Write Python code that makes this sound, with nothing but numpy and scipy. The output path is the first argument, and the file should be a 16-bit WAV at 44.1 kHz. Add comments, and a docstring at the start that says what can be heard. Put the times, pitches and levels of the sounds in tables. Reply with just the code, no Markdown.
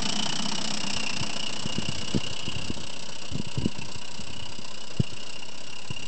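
"""On a garden track, a small gas-fired model steam locomotive pulls away from a hand-held camera.
Four quick chuffs to each wheel turn shape noise into hiss and hollow puffs, and ring the chimney and smokebox.
Short echoes colour the engine. Below lie the burner's low roar and drone and the rumble of rolling wheels.
Dull thumps and lumpy rumbles come from the hand on the camera."""
import sys
import numpy as np
from scipy import signal
from scipy.fft import rfft, irfft
from scipy.io import wavfile

SR = 44100
rng = np.random.default_rng(int(sys.argv[2]) if len(sys.argv) > 2 else 0)


def inscribe(sig):
    """Save sig as 16-bit PCM at rate SR to the path in sys.argv[1].

    A 1-D sig is mono; a 2-D sig holds one channel per row.
    Samples are clipped to [-1, 1] before scaling.
    """
    pcm = np.round(np.clip(np.atleast_2d(sig).T, -1, 1) * 32767)
    wavfile.write(sys.argv[1], SR, pcm.astype(np.int16))


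N = 267687  # length in samples
TIME = np.arange(N) / SR  # seconds
HZ = np.fft.rfftfreq(N, 1 / SR)

# The engine draws away, then turns across the view. Each row: time in seconds, distance in metres.
ENGINE_DISTANCE = [(0, 0.33), (.9, 0.43), (1.85, .7), (2.5, 1.03), (3.3, 1.33), (4.5, 1.5), (5, 1.65),
                   (6.07, 1.78)]


def amp(db):
    """Turns decibels into a plain gain."""
    return 10 ** (np.asarray(db) / 20)


def unit(x):
    """Scales a sound to an rms (average strength) of one."""
    return x / np.sqrt(np.mean(x ** 2) + 1e-20)


def curve(rows):
    """Draws each column of a timed table out to every sample, with straight lines between rows."""
    s, *columns = np.transpose(rows)
    return np.squeeze([np.interp(TIME, s, column) for column in columns])


def noise(spectrum):
    """Makes noise of a given colour, falling steeply beyond the ends of its table."""
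    hz, db = np.transpose(spectrum)
    high_skirt = 1 / (1 + (HZ / (2 * hz[-1])) ** 4)
    low_skirt = 1 / (1 + (hz[0] / (2 * HZ + 1)) ** 4)
    colour = amp(np.interp(np.log(HZ + 1), np.log(hz), db))
    white = rng.standard_normal(N)
    return unit(irfft(rfft(white) * high_skirt * low_skirt * colour, N))


def drift(rate_hz):
    """Random wander of unit size, keeping little that is faster than the given rate."""
    white = rng.standard_normal(N)
    return unit(irfft(rfft(white) * np.exp(-(HZ / rate_hz) ** 2), N))


def resonate(x, hz, width_hz):
    """A resonance with steep skirts: shift its moving pitch down to zero, smooth, and shift back."""
    turn = np.exp(2j * np.pi * np.cumsum(hz * np.ones(N)) / SR)
    r = np.exp(-np.pi * width_hz / SR)
    smoothed = signal.lfilter([1], [1, -2 * r, r * r], x / turn)
    return unit((turn * smoothed).real)


def strokes():
    """Exhaust beats counted from the start, the number of each, and its timing and strengths."""
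    # Engine speed. Each row: time in seconds, chuffs per second.
    speed = [(0.0, 28.62), (0.56, 31.93), (1.16, 29.9), (2.31, 31.78), (3.08, 31.43), (3.73, 29.31),
             (4.24, 31.99), (4.58, 31.69), (5.08, 30.24), (5.92, 34.34), (6.07, 31.92)]
    # The four beats of a wheel turn. Each row: lateness in beats, relative hiss in dB, relative puff in dB.
    turn_beats = [(.01, -3.5, 1.5), (.03, -3, -2), (-0.024, -3, 1.5), (0.024, -3, -2)]
    start_beat = .555
    beats = start_beat + np.cumsum(curve(speed)) / SR
    number = beats.astype(int)
    return beats, number, np.array(turn_beats)[number % len(turn_beats)].T


def blast(opening, hold, fade_db, leak_db):
    """Steam flow: the valve opens, the cylinder empties, a little leaks on. Times are in beats."""
    beats, number, (late, hiss_db, puff_db) = strokes()
    age = beats - number - late
    valve = np.sin(np.pi / 2 * np.clip(age / opening, 0, 1)) ** 2
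    closing = np.clip((1 - beats + number) * 10, 0, 1)  # shuts over the last tenth of the beat
    emptying = amp(-fade_db * np.maximum(age - hold, 0))  # fade_db is dB per beat
    flow = valve * closing * emptying + amp(leak_db)
    return flow, number, hiss_db, puff_db


def uneven(number, spread_db):
    """Gives each stroke a random strength, as no two are quite equal."""
    return amp(spread_db * rng.standard_normal(N)[number])


def farther(db_per_doubling):
    """Change of level in dB with the engine's distance, zero at one metre."""
    return -db_per_doubling * np.log2(curve(ENGINE_DISTANCE))


def receding(near, far, away_s):
    """Noise whose colour turns from near to far as the engine leaves."""
    far_share = np.clip(TIME / away_s, 0, 1) ** 2
    return np.sqrt(1 - far_share) * noise(near) + np.sqrt(far_share) * noise(far)


def jet(level_db=-42.5, falloff_db=6, spread_db=1.25, spit_db=1.24):
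    """Wet steam bursts from the blast pipe: spitting noise that follows the steam flow."""
    # Colour of the steam close by and far off. Each row: frequency in Hz, relative level in dB.
    jet_near = [(900, -16.5), (1500, -3.5), (2000, -9), (2450, -2.5), (3400, 0.5), (4300, 0), (4700, 2),
                (5400, 4.5), (5750, 4.5), (6300, -6), (6900, -4.5), (7400, -2), (8000, -1.5), (8500, -15.5)]
    jet_far = [(900, -17.5), (1500, -12.5), (1950, -15.5), (2450, -19), (3450, -2), (4200, 1), (4900, 2.5),
               (5300, 0.5), (5750, 2.3), (6250, -9), (6850, -5), (7400, -1.5), (7900, 0), (8500, -14)]
    flow, number, hiss_db, _ = blast(opening=0.19, hold=0.31, fade_db=36.5, leak_db=-23)
    steam = receding(jet_near, jet_far, away_s=2.67) * amp(spit_db * drift(450))
    bursts = unit(steam * flow * amp(hiss_db) * uneven(number, spread_db))
    return amp(level_db + farther(falloff_db)) * bursts


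def chimney(level_db=-42.5, falloff_db=4.5, spread_db=1.3, wander_hz=38, waver_db=1,
            sing_db=-51, sing_falloff_db=5):
    """Each blast sets the chimney ringing, a sharp core within a broad peak; a thinner note sings above it."""
    # The chimney's ring. Each row: time in seconds, pitch in Hz before its wander, relative strength in dB.
    ring_table = [(0, 2950, -3), (.25, 3006, 0), (.78, 2846, -3.5), (1.1, 2744, 2.5), (1.42, 2855, 0),
                  (2.4, 2910, 3.5), (3.3, 2864, 0), (4, 2827, -1.5), (4.4, 2840, 0), (4.95, 2825, -1.5),
                  (5.17, 2845, 1.5), (5.55, 2800, -2), (5.9, 2790, 3), (6.07, 2790, 2.5)]
    # A thin steam note that shifts as the engine turns on the curve.
    # Each row: time in seconds, relative strength in dB, pitch in Hz.
    sing_table = [(0, -9, 5800), (.35, -3, 5670), (.62, 0, 5280), (1.25, 1, 5210), (1.5, -8, 5310),
                  (2.3, -5, 4870), (4.15, -11, 4800), (4.6, 1.5, 4860), (6.07, -2.5, 5720)]
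    flow, number, hiss_db, _ = blast(opening=.12, hold=0.43, fade_db=32.0, leak_db=-25.5)
    strength = flow * amp(hiss_db + waver_db * drift(4.3)) * uneven(number, spread_db)
    drive = strength * rng.standard_normal(N)

    ring_hz, ring_db = curve(ring_table)
    pitch = ring_hz + wander_hz * drift(25)
    broad = resonate(drive, pitch, width_hz=420)
    core = amp(-4.0) * resonate(drive, pitch, width_hz=143)
    ring = amp(level_db + ring_db + farther(falloff_db)) * unit(broad + core)

    note_db, note_hz = curve(sing_table)
    note = resonate(drive, note_hz, width_hz=300)
    return ring + amp(sing_db + note_db + farther(sing_falloff_db)) * note


def puff(level_db=-47.5, falloff_db=5.0, spread_db=0.9):
    """The hollow body of the chuff: lower noise that swells more slowly, strong and weak in turn."""
    # Colour of the smokebox puff close by and far off. Each row: frequency in Hz, relative level in dB.
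    puff_near = [(200, -20), (400, -0.5), (520, -7.5), (620, -4), (710, 3), (790, -2), (900, 4), (1020, -1),
                 (1130, -2.5), (1250, -5), (1600, -5), (2050, -9.5), (2500, -7), (2900, -18)]
    puff_far = [(200, -7.5), (400, -3.5), (530, 3.5), (640, 1.5), (790, -4), (910, 4.5), (1010, 3),
                (1200, -6.5), (1550, -4), (1930, -10), (2250, -5.5), (2700, -24)]
    flow, number, _, puff_db = blast(opening=0.31, hold=0.22, fade_db=23, leak_db=-5.5)
    steam = receding(puff_near, puff_far, away_s=1.6)
    puffs = unit(steam * flow * amp(puff_db) * uneven(number, spread_db))
    return amp(level_db + farther(falloff_db)) * puffs


def throb(level_db=-54.5, falloff_db=9, strike=.3, accent=1.8, spread_db=2.5):
    """The pressure kick of each beat rings the air in flue and smokebox, most of all on the strong beats."""
    # Ringing of the air in flue and smokebox.
    # Each row: pitch in Hz, width in Hz, relative strength in dB before width scaling and filtering.
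    air_modes = [(200.5, 33, -1.5), (676, 50, -10), (884, 48, -4), (1112, 150, -18)]
    beats, number, (_, _, puff_db) = strokes()
    clicks = np.diff(np.floor(beats - strike), prepend=0)  # one click, part way into each beat
    kicks = clicks * amp(accent * puff_db) * uneven(number, spread_db)
    t = np.arange(SR // 8) / SR
    ringing = np.zeros(len(t))
    for hz, width, db in air_modes:
        fade = np.exp(-np.pi * width * t)
        ringing += amp(db) * np.sqrt(width) * fade * np.cos(2 * np.pi * hz * t)
    band = signal.butter(2, [130, 1400], "band", fs=SR, output="sos")
    ringing = signal.sosfilt(band, ringing)
    return amp(level_db + farther(falloff_db)) * unit(signal.oaconvolve(kicks, ringing)[:N])


def garden(x):
    """Short echoes slide and gain on the direct sound as the engine leaves, so the hiss drifts in colour."""
    # Reflections from the garden wall, the model buildings and the track bed.
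    # Each row: delay in ms close by, delay in ms far off, gain before the loss over the longer path.
    echoes = [(8.5, 1.002, 0.19), (6.2, 4.9, 0.57), (1.608, 2.095, 0.29)]
    metres = curve(ENGINE_DISTANCE)
    away = (metres - metres.min()) / np.ptp(metres)
    out = x.copy()
    for near_ms, far_ms, gain in echoes:
        delay_s = (near_ms + (far_ms - near_ms) * away) / 1000
        spreading = metres / (metres + 343 * delay_s)  # sound travels 343 m/s
        out += gain * spreading * np.interp(TIME - delay_s, TIME, x)
    return out


def burner(level_db=-51.0, falloff_db=9.0, flutter_db=0.55, drone_db=-6, roar_db=-1.0):
    """The burner roars and drones in its flue, loud only close to the cab: coloured noise and a resonance."""
    # Colour of the roar. Each row: frequency in Hz, relative level in dB.
    flue_colour = [(40, -40), (90, -37.5), (135, -5.5), (175, -7.5), (208, 1), (245, -7), (330, -11.5),
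                   (480, -27.5), (900, -36.5)]
    roar = amp(roar_db) * noise(flue_colour)
    drone = amp(drone_db) * resonate(rng.standard_normal(N), 212, width_hz=39)
    return amp(level_db + farther(falloff_db) + flutter_db * drift(21)) * (roar + drone)


def wheels(level_db=-49.0, jolt_db=2.0, bend_db=5, bend_s=2.1, bend_length_s=1.0):
    """The wheels roll over uneven rails: jolting noise, louder as they enter the bend."""
    # Colour of the rolling. Each row: frequency in Hz, relative level in dB.
    rail_colour = [(25, -30), (120, 7.5), (400, 3), (560, 0.5), (760, -2), (960, -9.5), (1220, -4.5),
                   (1600, -3.5), (2000, -15.5), (2850, -2), (3500, -5.5), (5300, -9.5), (6500, -8.5),
                   (8300, -27.5)]
    bend = np.exp(-((TIME - bend_s) / bend_length_s) ** 2)
    return amp(level_db + bend_db * bend + jolt_db * drift(44)) * noise(rail_colour)


def thumps(level_db=0, cycles=0.38, shell_hz=320, shell_db=-12, shell_s=0.0017):
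    """Soft blows swing the camera for a cycle or two, knock its shell and rebound once."""
    # Handling thumps. Each row: time in seconds, strength in dB before filtering, pitch of the swing in Hz.
    blow_table = [(0.956, -29.5, 95), (1.21, -22, 129), (1.657, -18.5, 180), (1.783, -15.5, 200),
                  (1.887, -19, 155), (2.146, -13.5, 217), (2.161, -11.5, 211), (2.172, -20, 129),
                  (2.308, -28.5, 130), (2.478, -22.5, 196), (2.56, -23.5, 128), (2.701, -19, 237),
                  (2.778, -27, 190), (3.352, -18.5, 175), (3.397, -18, 196), (3.467, -26, 150),
                  (3.574, -18, 178), (3.581, -16.5, 147), (3.619, -23.5, 241), (3.657, -12, 220),
                  (3.787, -24.5, 158), (3.955, -29.5, 108), (4.192, -29, 172), (4.421, -33, 105),
                  (4.588, -29, 212), (4.998, -8, 149), (5.127, -33, 129), (5.904, -21.5, 146)]
    rebound_s, rebound_db = 0.0089, -13.5  # the camera rocks back after each thump
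    blows = np.zeros(N)
    t = np.arange(SR // 20) / SR
    shell_swell = t / shell_s * np.exp(1 - t / shell_s)  # peaks at shell_s
    shell = amp(shell_db) * shell_swell * np.sin(2 * np.pi * shell_hz * t)
    for s, db, hz in blow_table:
        swell = t * hz / cycles  # the swing is fullest after this many cycles
        swing = swell * np.exp(1 - swell) * np.sin(2 * np.pi * hz * t)
        for start, strength_db in (s, db), (s + rebound_s, db + rebound_db):
            part = blows[round(start * SR):][:len(t)]
            part += amp(strength_db) * (swing + shell)[:len(part)]
    blows = signal.sosfilt(signal.butter(4, 650, fs=SR, output="sos"), blows)  # dulls the blows
    return amp(level_db) * signal.sosfilt(signal.butter(1, 55, "high", fs=SR, output="sos"), blows)


def grip(level_db=-0.5, lump_db=4, rest_db=-62, slips_per_s=110, slip_db=8, slip_hz=200, slip_s=0.0023):
    """Each shift of the hand swells and fades as a lumpy rumble in the camera's case, with small finger slips."""
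    # The hand shifts its hold. Each row: start in seconds, length in seconds,
    # strength in dB before the level of the rumble or slips is added.
    grip_table = [(1.101, .2, -44), (1.549, .8, -42.5), (2.4, 0.52, -41), (3.298, .09, -35),
                  (3.55, 0.17, -35.5), (3.75, 0.16, -44), (4.075, .55, -47.5), (5.95, .14, -47.5)]
    # Colour of the case's rumble. Each row: frequency in Hz, relative level in dB.
    case_colour = [(25, -23), (60, 3.5), (110, 6.5), (180, -2), (280, -4.5), (450, -26), (800, -37.5),
                   (1500, -72.5)]
    rub = np.zeros(N)
    for s, length, db in grip_table:
        rub += amp(db) * np.sin(np.pi * np.clip((TIME - s) / length, 0, 1))
    lumpy = unit(noise(case_colour) * amp(lump_db * drift(36)))
    rumble = (amp(rest_db) + amp(level_db) * rub) * lumpy

    slipping = rng.random(N) < slips_per_s / SR
    slips = rub * slipping * rng.uniform(-0.94, 1, N)
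    t = np.arange(SR // 20) / SR
    knock = t / slip_s * np.exp(1 - t / slip_s) * np.sin(2 * np.pi * slip_hz * t)
    return rumble + amp(slip_db) * signal.oaconvolve(slips, knock)[:N]


def scene():
    """Adds the engine with its echoes, the burner, the wheels and the camera noise at one microphone."""
    engine = garden(jet() + chimney() + puff() + throb())
    return (engine + burner() + wheels() + thumps() + grip())[None]


def record(dry, edge_hz=8600, offset=-.056):
    """A narrow-band recorder cuts the high treble, and its signal rests slightly off zero."""
    low_pass = signal.firwin(161, edge_hz, window=("kaiser", 8), fs=SR)
    return signal.oaconvolve(dry, low_pass[None], "same") + offset


dry = scene()
out = record(dry)
inscribe(out)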